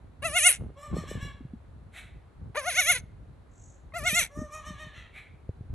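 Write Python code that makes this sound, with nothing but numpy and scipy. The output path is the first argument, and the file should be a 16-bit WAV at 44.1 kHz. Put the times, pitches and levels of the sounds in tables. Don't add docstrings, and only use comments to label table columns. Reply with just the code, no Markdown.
import sys
import numpy as np
from scipy import signal
from scipy.fft import rfft, irfft, next_fast_len
from scipy.io import wavfile
from scipy.ndimage import uniform_filter1d, minimum_filter1d

SR = 44100
rng = np.random.default_rng(int(sys.argv[2]) if len(sys.argv) > 2 else 0)


def store_pcm(level_fs):
    pcm = np.round(np.clip(level_fs, -1, 1) * 32767).astype(np.int16)
    wavfile.write(sys.argv[1], SR, np.atleast_2d(pcm).T)


N = 253134
TIME = np.arange(N) / SR
# frequency in Hz, gain in dB.
OPEN_THROAT = [(300, -37), (720, -21.5), (1000, -27), (1450, -8.5), (1750, -10), (2200, 0.5), (2500, -9),
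               (2900, -14), (3300, -11.5), (4200, -18.5), (4800, -39.5)]


def near_goat():
    # start, mouth opening and end in seconds, starting pitch in Hz, first opening 0-1,
    # creak 0-1, shrillness in dB, throat ring in Hz, its gain in dB.
    bleats = [(0.219, 0.363, .596, 553, 0.18, 1, 5.5, 2774, 11),
              (2.543, 2.699, 3.024, 412.7, 0.17, 0.64, -0.5, 2880, -1),
              (3.934, 4.061, 4.295, 625.6, 0, 0.8, -3.5, 2480, 5)]
    # Hz, gain in dB.
    rasps = [
        [(4700, -27), (5800, -8), (6500, -1), (7300, -9), (8000, -2.5), (8700, -20.5)],
        [(4900, -24), (5800, -5), (6500, -2.5), (7200, -10.5), (7700, -22.5), (8700, -29.5)],
        [(5000, -38), (5700, -3.5), (6500, -2.5), (7300, 1.5), (8000, -3.5), (8700, -21)],
    ]
    shrills = [
        [(8000, -14), (9000, -4), (9600, 2.5), (10600, -1.5), (11400, -9), (12100, -27), (13000, -45)],
        [(8000, -10.5), (9000, -19), (9700, -7.5), (10600, -0.5), (11400, -9.5), (12100, -14.5), (13000, -33)],
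        [(8000, -16), (9000, -1.5), (9700, -6.5), (10600, -2), (11400, 2), (12100, -15), (13000, -31)],
    ]
    # middle and length in seconds, pitch in Hz, relative level in dB.
    squeals = [(0.47, .04, 9430, -15.5), (.472, 0.029, 8500, -29.5)]
    mix = np.zeros(N)
    for row, rasp, shrill in zip(bleats, rasps, shrills):
        add(mix, *bleat(row, rasp, shrill))
    add(mix, *smack())
    for row in squeals:
        add(mix, *squeal(*row))
    return mix


def bleat(row, rasp, shrill, flutter_db=2, flutter_hz=44.4, fall_hz_per_s=3000, fade_s=.035):
    # frequency in Hz, gain in dB.
    shut_throat = [(300, -15.5), (600, -6), (1000, -7), (1300, -8.5), (2000, -8.5), (2600, -17),
                   (3200, -24.5), (4200, -23.5), (4800, -29)]
    grit_colour = [(1200, -19), (1700, -10), (2300, -4.5), (2800, -4), (3400, 0), (4200, -3), (4700, -17.5)]
    wheeze_colour = [(3400, -2.5), (4400, 1), (5400, 0.5), (6000, -5.5)]
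    *shape, ring_hz, ring_db = row
    hz, mouth, rough, voice_db, rasp_db, shrill_db, ends_db = bleat_gesture(*shape)
    count = len(hz)
    falling = rounded(np.clip(-np.gradient(hz) * SR / fall_hz_per_s, 0, 1))
    pulses, puffs = folds(hz, rough + .047 + .025 * falling, jitter=.075, shimmer=.51, broken=.99)
    puffs = rattle(puffs, rough)
    hiss = evened(np.diff(np.diff(puffs, prepend=0), prepend=0))
    drive = blend(pulses, puffs, .5 * rough ** 2) + 7.5 * (rough + .16) * hiss
    ring = [(20, 0), (ring_hz / 1.18, 0), (ring_hz, ring_db), (ring_hz * 1.18, 0), (SR / 2, 0)]
    sound = gain_of(voice_db) * throat(colour(drive, ring), mouth, shut_throat, OPEN_THROAT)
    grit_db = -47.5 + .43 * (rasp_db + 27.5) + 12 * falling + 6 * rough + .454 * ends_db
    sound += gain_of(grit_db) * np.sqrt(mouth + .05) * evened(colour(puffs, grit_colour))
    breathy = blend(pulses, puffs, .025 + .7 * rough + .42 * falling + .25 * (1 - mouth))
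    wheeze_db = np.interp(mouth, [0, 1], (-57, -47)) + ends_db
    sound += gain_of(wheeze_db) * steadied(colour(breathy, wheeze_colour))
    for spectrum, db in ((rasp, rasp_db), (shrill, shrill_db)):
        drift = 1.2 * wander(count, 14)
        combed = np.cos(drift) * scattered(breathy) + np.sin(drift) * scattered(breathy)
        flare_db = flutter_db * wander(count, flutter_hz)
        sound += gain_of(db + flare_db) * steadied(colour(combed, spectrum))
    fade = np.sin(np.pi / 2 * np.minimum(TIME[:count][::-1] / fade_s, 1)) ** 2
    return row[0], sound * fade * signal.windows.tukey(count, .05)


def bleat_gesture(start, opens, end, start_hz, ajar, creak, shrillness_db):
    # crest in seconds, its pitch in Hz, voice, rasp and shrill top in dB, fall in seconds,
    # trough pitch in Hz, trough level in dB relative to the held level.
    pushes = [(.259, 674, -25, -38, -40, 0.05, 570, -1), (.373, 721, -19.5, -31, -24.5, 0.037, 579.8, 2.5),
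              (.468, 724.3, -15.5, -25.5, -17.5, 0.069, 414, -4),
              (2.581, 604.5, -25, -42, -47, .045, 515, -2.5), (2.683, 725, -25, -38.5, -34, 0.052, 503, -4),
              (2.792, 744, -16.5, -25, -33.5, 0.047, 554.7, 0),
              (2.904, 722, -16.5, -24.5, -26.5, 0.046, 500.4, -1),
              (2.965, 517, -27.5, -43.5, -34, .025, 423, -4),
              (3.968, 711, -31.5, -44, -45, 0.047, 575.5, -0.5),
              (4.076, 728.5, -21.5, -32.5, -37, .042, 599.4, 1.5),
              (4.182, 709.6, -21, -26, -28, 0.07, 430, -0.5)]
    wide_open, opening_s = .85, .003
    clear_hz, creak_hz = 698.5, 453.6
    attack_s, release_s, onset_db = .061, .067, 3
    rough_lag_s, shrill_lag_s = .0028, .017
    crests, crest_hz, voice_db, rasp_db, shrill_db, fall, trough_hz, trough_db = within(pushes, start, end)
    t, slack = quaver(start, crests, crests + fall, end)
    push, trough = np.searchsorted((crests + fall)[:-1], t), np.searchsorted(crests, t)
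    sag = np.sin(np.pi / 2 * slack ** .9) ** 2
    swell = (1 - slack) ** 1.49
    hz = (1 - sag) * crest_hz[push] + sag * np.r_[start_hz, trough_hz][trough]
    mouth = ajar + (wide_open - ajar) * (1 + np.tanh((t - opens) / opening_s)) / 2
    rough = .045 + creak * np.clip((clear_hz - hz) / (clear_hz - creak_hz), 0, 1) ** 2.6
    rough = np.clip(np.interp(t - rough_lag_s, t, rough), 0, 1)
    attack = np.maximum(1 - (t - start) / attack_s, 0) ** 2
    release = np.maximum(1 - (end - t) / release_s, 0) ** 1.3
    ends_db = -15 * attack - 30.5 * release

    def level(crest_db, shut_db, open_db):
        held = np.interp(mouth, [0, 1], (shut_db, open_db)) + np.r_[onset_db, trough_db][trough]
        return rounded(swell * crest_db[push] + (1 - swell) * held)

    voice = level(voice_db, -43.5, -32.5) - 24.5 * release
    rasp = level(rasp_db, -57.5, -34) + ends_db
    shrill = level(shrill_db, shrillness_db - 51.5, shrillness_db - 33.5)
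    shrill = np.interp(t - shrill_lag_s, t, shrill) + ends_db
    return hz, mouth, rough, voice, rasp, shrill, ends_db


def quaver(start, crests, troughs, end):
    t, turns = np.arange(start, end, 1 / SR), np.sort(np.r_[start, crests, troughs])
    return t, np.interp(t, turns, np.arange(len(turns)) % 2 == 0)


def folds(hz, rough, jitter, shimmer, broken, smear=.3, break_hz=(2100, 3800)):
    count = len(hz)
    tremor = broken * .005 * wander(count, 55)
    hz = hz * (1 + tremor + jitter * rough * wander(count, 300))
    turns, pulses = np.cumsum(hz) / SR, 0
    for k in range(1, 23):
        loose = broken * np.interp(k * hz, break_hz, [0, .38])
        flicker = 1 + loose * (wander(count, 70) + 1j * wander(count, 70))
        phase = 2 * np.pi * k * turns - smear * k ** 2
        pulses = pulses + (flicker * np.exp(1j * phase)).real / np.sqrt(1 + 2 * loose ** 2)
    pulses = evened(pulses) * (1 + shimmer * rough * wander(count, 260))
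    puffs = (.1 + np.exp(-(turns % 1) / 1.4)) * rng.standard_normal(count)
    return pulses, evened(puffs)


def rattle(puffs, rough, rate_hz=210):
    turns = np.cumsum(rate_hz * (1 + .35 * wander(len(puffs), 120))) / SR
    bursts = evened(np.exp(-(turns % 1) / .25))
    depth = np.clip(.8 * np.sqrt(rough), 0, 1)
    return evened(puffs * (1 - depth + depth * bursts))


def throat(drive, mouth, shut, opened):
    return steadied((1 - mouth) * evened(colour(drive, shut)) + mouth * evened(colour(drive, opened)))


def squeal(s, length, hz, db):
    count = round(length * SR)
    turns = np.cumsum(hz + 30 * wander(count, 150)) / SR
    return s - length / 2, gain_of(db + 4) * np.hanning(count) * np.sin(2 * np.pi * turns)


def smack(s=3.922, db=-48, low_hz=1100, high_hz=2100, t60=.035):
    t = TIME[:SR // 20]
    ring = np.sin(2 * np.pi * low_hz * t) + np.sin(2 * np.pi * high_hz * t)
    return s, gain_of(db - 60 * t / t60) * ring * (1 - np.exp(-t / .00069))


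def far_kid():
    # start and end in seconds, level of the opening hum in dB, its length in seconds.
    answers = [(0.749, 1.331, -38, 0.084), (4.287, 5.091, -40, 0.21)]
    # crest and rise in seconds, level in dB, ring in Hz, its dB over the breath, treble in dB.
    husks = [(1.99, .08, -40, 2080, -10, 1), (5.19, .08, -45.5, 2223, 1, -4)]
    mix = np.zeros(N)
    for row in answers:
        add(mix, *answer(*row))
    for row in husks:
        add(mix, *husk(*row))
    return mix


def answer(start, end, hum_db, hum_s, fade_s=.03):
    # frequency in Hz, gain in dB.
    far_shut = [(400, -20), (600, 2), (1200, 13), (1800, -6), (2450, -11), (3100, -24), (4800, -30)]
    far_open = [(500, -11), (1150, -6.5), (1800, 7), (2400, -5), (3000, -1), (3500, -4.5), (4200, -8),
                (4800, -31)]
    far_rasp = [(4900, -17.5), (5600, 10), (6800, 2.5), (8000, 6.5), (9200, -9.5), (10500, -5.5),
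                (13000, -17.5)]
    hz, mouth, rough, db, rasp_db, ring_hz, ring_db = answer_gesture(start, end)
    hz = hz * (1 + .008 * wander(len(hz), 35))
    pulses, puffs = folds(hz, rough, jitter=.11, shimmer=1.1, broken=1)
    drive = blend(pulses, puffs, rough ** 1.3)
    voice = throat(scattered(drive, share=.25), mouth, far_shut, far_open)
    breath = steadied(colour(scattered(puffs), OPEN_THROAT))
    voice = blend(voice, breath, .7 * rough ** 2)
    ring = steadied(resonate(drive, ring_hz, width_hz=110)) * gain_of(ring_db)
    rasp = steadied(colour(scattered(drive), far_rasp)) * gain_of(rasp_db)
    lips_shut = np.sin(np.pi * np.minimum(TIME[:len(hz)] / hum_s, 1))
    hum = gain_of(hum_db) * lips_shut * np.sin(2 * np.pi * np.cumsum(hz) / SR)
    fade = signal.windows.tukey(len(hz), 2 * fade_s / (end - start))
    return start, (gain_of(db) * (voice + ring + rasp) + hum) * fade


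def answer_gesture(start, end, sag=.12, dip_db=-10.5, rasp_dip_db=-16):
    # crest in seconds, pitch in Hz, mouth opening 0-1, hoarseness 0-1, level in dB,
    # rasp in dB relative to the voice, nasal ring in Hz, its dB relative to the voice.
    pushes = [(.855, 595, 0.28, 0.09, -42.5, -10, 2930, -18),
              (.985, 605.3, 0.33, 0.26, -39.5, -4.5, 4250, -11),
              (1.11, 593.4, 0.72, 0.19, -40.5, -3, 2920, -8), (1.24, 572, 0.67, 0.07, -39, -10, 2820, -5),
              (4.42, 611.4, 0.11, 0.05, -46, -5.5, 1790, -4),
              (4.55, 628.4, 0.26, 0.09, -38, -4, 2450, -7.5),
              (4.685, 612, 0.5, 0.13, -39.5, -7, 3024, -7.5),
              (4.822, 617.3, 0.62, 0.13, -40, -12.5, 3730, -16),
              (4.985, 674, 1, 0.32, -44.5, -15, 2750, -4.5)]
    crests, hz, mouth, rough, db, rasp_db, ring_hz, ring_db = within(pushes, start, end)
    troughs = crests[:-1] + .62 * np.diff(crests)
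    t, slack = quaver(start, crests, np.r_[troughs, end], end)
    push = np.searchsorted(troughs, t)
    hz = rounded(hz[push]) * (1 - sag * rounded(slack ** 2.1))
    mouth, rough, db, rasp_db, ring_db = (
        np.interp(t, crests, column) for column in (mouth, rough, db, rasp_db, ring_db))
    rising = np.gradient(slack) < 0
    dip = rounded(slack ** np.where(rising, 2.66, .93))
    return (hz, mouth, rough, db + dip_db * dip, rasp_db + rasp_dip_db * dip,
            rounded(ring_hz[push]), ring_db + rasp_dip_db * dip / 2)


def husk(crest, rise_s, db, ring_hz, ring_db, treble_db, t60=.15, treble_hz=4500):
    # frequency in Hz, gain in dB.
    husk_colour = [(700, -8), (930, -18.5), (1500, -8), (2230, -2.5), (2760, -9.5), (3960, -7.5),
                   (4720, -31), (7700, -19), (11000, -21.5)]
    t = TIME[:SR // 2]
    level = np.where(t < rise_s, np.sin(np.pi / 2 * t / rise_s) ** 2, gain_of(-60 * (t - rise_s) / t60))
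    puffs = rattle(rng.standard_normal(len(t)), rough=.13)
    spectrum = [(hz, gain + treble_db * (hz > treble_hz)) for hz, gain in husk_colour]
    breath = evened(colour(puffs, spectrum))
    ring = evened(resonate(puffs, np.full(len(t), ring_hz), width_hz=400))
    return crest - rise_s, gain_of(db) * level * (breath + gain_of(ring_db) * ring)


def handling(rumble_db=-2, scuff_db=-10, firm_db=-44, slips_per_s=400):
    # frequency in Hz, gain in dB.
    rumble_colour = [(20, -29.5), (48, -2), (65, 0.5), (100, -4.5), (150, -15.5), (250, -43)]
    scuff_colour = [(70, -21.5), (140, 5), (280, -7.5), (700, -24.5), (1500, -34.5)]
    # start in seconds, relative level in dB, thud in Hz, trim of the tap in dB.
    bumps = [(0.619, -32.5, 148, 1), (0.702, -50.5, 150, 9.5), (0.966, -28, 191.3, 9),
             (0.983, -24.5, 176, -26), (1.037, -46, 110.4, 17.5), (1.113, -35.5, 171, 13),
             (1.152, -32.5, 100, 2.5), (1.227, -26, 98, -29), (1.249, -38, 148, 2), (1.406, -37, 254, -14),
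             (1.45, -31, 132.4, -30), (1.534, -32, 222, -14), (4.127, -27.5, 185, -4),
             (4.372, -34, 284, -23), (4.388, -29.5, 124, -6), (4.416, -28, 250, -23),
             (4.704, -33, 181, -18), (4.866, -37, 140, -27), (5.491, -24, 92, -4), (5.608, -30.5, 105, -14),
             (5.703, -27.5, 67.4, -39)]
    db = rubbing() + 2.8 * wander(N, 14)
    rumble = pair(steadied(colour(rng.standard_normal((2, N)), rumble_colour), size=2000), spread=.23)
    slips = rng.standard_normal((2, N)) * (rng.random((2, N)) < slips_per_s / SR)
    scuff = pair(steadied(colour(slips, scuff_colour), size=2500), spread=.55)
    scuff *= gain_of(scuff_db + .73 * (db - firm_db))
    knocks = np.zeros(N)
    for row in bumps:
        add(knocks, *bump(*row))
    return gain_of(db) * (rumble * gain_of(rumble_db) + scuff) + knocks


def rubbing(grip_db=-52.5):
    # middle and length in seconds, level in dB.
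    rubs = [(0.06, 0.085, -48.5), (0.274, 0.21, -42.5), (0.645, 0.24, -40), (0.96, 0.23, -38),
            (1.18, 0.46, -39.5), (1.6, 1, -53), (2.15, 0.12, -51.5), (2.447, 0.22, -49), (3.1, 1, -51.5),
            (4.088, 0.46, -42.5), (4.416, 0.16, -40), (4.76, 0.43, -48.5), (5.735, 0.43, -44.5)]
    level = np.full(N, gain_of(grip_db))
    for s, length, db in rubs:
        add(level, s - length / 2, gain_of(db) * np.hanning(round(length * SR)))
    return 20 * np.log10(level)


def bump(s, db, thud_hz, tap_db, thud_t60=.046, tap_hz=430, tap_t60=.01):
    t = TIME[:SR // 6]
    thud = np.sin(2 * np.pi * thud_hz * t) * gain_of(-60 * t / thud_t60)
    tap = np.sin(2 * np.pi * tap_hz * t) * gain_of(tap_db - 60 * t / tap_t60)
    return s, gain_of(db + 6) * (thud + 2 * tap) * (1 - np.exp(-(t / .002) ** 2))


def chirr(s=3.47, length=.36, hz=6950, width_hz=950, db=-57, flutter_hz=48):
    t = TIME[:round(length * SR)]
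    phase = 2 * np.pi * hz * t
    band = wander(len(t), width_hz) * np.cos(phase) + wander(len(t), width_hz) * np.sin(phase)
    flutter = 1 + .99 * np.sin(2 * np.pi * flutter_hz * t)
    return s, gain_of(db) * band * np.hanning(len(t)) * flutter


def yard_echoes(near, far):
    # frequency in Hz, time to fall 60 dB in seconds.
    wall_decay = [(300, 0.48), (2000, 0.11), (12000, 0.041)]
    yard_decay = [(2000, 0.51), (12000, .28)]
    wall = gain_of(-23) * reflections(near, wall_decay, spread=.5)
    return wall + reflections(gain_of(-34) * near + gain_of(-11) * far, yard_decay, spread=.2)


def reflections(x, decay, spread, taps_per_s=3000):
    count = SR // 2
    taps = rng.standard_normal((2, count)) * (rng.random((2, count)) < taps_per_s / SR)
    taps *= TIME[:count] > .003
    hz, t, bands = signal.stft(pair(taps, spread), SR, nperseg=256)
    tail = signal.istft(bands * gain_of(-60 * t / read(decay, hz)[:, None]), SR, nperseg=256)[1]
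    return signal.fftconvolve(x[None], tail / np.linalg.norm(tail[0]), axes=1)[:, :N]


def scattered(x, share=.93, size=180):
    taps = rng.standard_normal(size) * (rng.random(size) < .2) * np.linspace(1, 0, size)
    return x + share * signal.fftconvolve(x, taps / np.linalg.norm(taps))[:len(x)]


def microphone_ports(x, side_db=-13, late_s=.0034):
    # frequency in Hz, then the value noted.
    balance = [(300, 4), (660, 6), (1200, 0)]
    lead = [(1700, 0), (2250, 0.54), (2700, 1.3), (3200, 2.1), (3900, 1.9), (4600, 1.6), (7200, 0.2)]
    sideways = [(1600, -20), (2600, -5.5), (6000, 3), (10000, -7), (12000, 0)]
    hz = np.fft.rfftfreq(N, 1 / SR)
    lean = gain_of(read(balance, hz) / 2) * np.exp(.5j * read(lead, hz))
    side = gain_of(side_db + read(sideways, hz)) * np.exp(-2j * np.pi * hz * late_s)
    return irfft(rfft(x) * np.array([lean + side, 1 / lean - side]), N)


def air(db=-62):
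    # frequency in Hz, relative noise density in dB.
    air_colour = [(60, -3), (500, -10.5), (1500, -19.5), (3000, -31.5), (4200, -31.5), (5000, -40.5),
                  (11000, -40.5), (12500, -55.5)]
    return gain_of(db) * pair(evened(colour(rng.standard_normal((2, N)), air_colour)), spread=.72)


def gain_of(db):
    return 10 ** (np.asarray(db) / 20)


def evened(x):
    return x / np.sqrt(np.mean(x ** 2) + 1e-20)


def steadied(x, size=700):
    return x / np.sqrt(abs(uniform_filter1d(uniform_filter1d(x ** 2, size), size)) + 1e-12)


def rounded(curve):
    return uniform_filter1d(curve, 400, mode="nearest")


def within(table, start, end):
    return np.transpose([row for row in table if start < row[0] < end])


def read(points, hz):
    f, value = np.transpose(points)
    return np.interp(np.log(hz + 1), np.log(np.sort(f) + 1), value)


def colour(x, points):
    size = next_fast_len(x.shape[-1] + 4096)
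    hz = abs(np.fft.fftfreq(size, 1 / SR)) + 1
    octaves_below = np.maximum(np.log2(points[0][0] / hz), 0)
    octaves_above = np.maximum(np.log2(hz / points[-1][0]), 0)
    db = np.maximum(read(points, hz) - 30 * octaves_below - 60 * octaves_above, -100)
    minimum_phase = np.exp(np.conj(signal.hilbert(np.log(gain_of(db)))))
    return np.fft.ifft(np.fft.fft(x, size) * minimum_phase).real[..., :x.shape[-1]]


def resonate(x, hz, width_hz):
    turn, pole = np.exp(2j * np.pi * np.cumsum(hz) / SR), np.exp(-np.pi * width_hz / SR)
    for _ in range(2):
        x = 2 * (turn * signal.lfilter([1 - pole], [1, -pole], x / turn + 1e-18)).real
    return x


def wander(count, hz):
    size = next_fast_len(count, True)
    f = np.fft.rfftfreq(size, 1 / SR)
    return evened(irfft(rfft(rng.standard_normal(size)) / (1 + (f / hz) ** 4), size)[:count])


def blend(a, b, share):
    share = np.clip(share, 0, 1)
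    return np.sqrt(1 - share) * a + np.sqrt(share) * b


def pair(x, spread):
    return np.array([x[0] + spread * x[1], x[0] - spread * x[1]])


def add(mix, s, sound):
    part = mix[max(round(s * SR), 0):][:len(sound)]
    part += sound[:len(part)]


def scene():
    near, far = near_goat(), far_kid()
    add(far, *chirr())
    echoes = yard_echoes(near, far)
    return microphone_ports(near) + gain_of(-7.5) * far + echoes + handling() + air()


def record(dry, ceiling=.72, edge_hz=13050):
    peak = uniform_filter1d(-minimum_filter1d(-abs(dry).max(0), 128), 128)
    limited = dry / np.maximum(peak / ceiling, 1)
    lowpass = signal.firwin(511, edge_hz, window=("kaiser", 9), fs=SR)
    return signal.oaconvolve(limited, lowpass[None], "same")


dry = scene()
out = record(dry)
store_pcm(out)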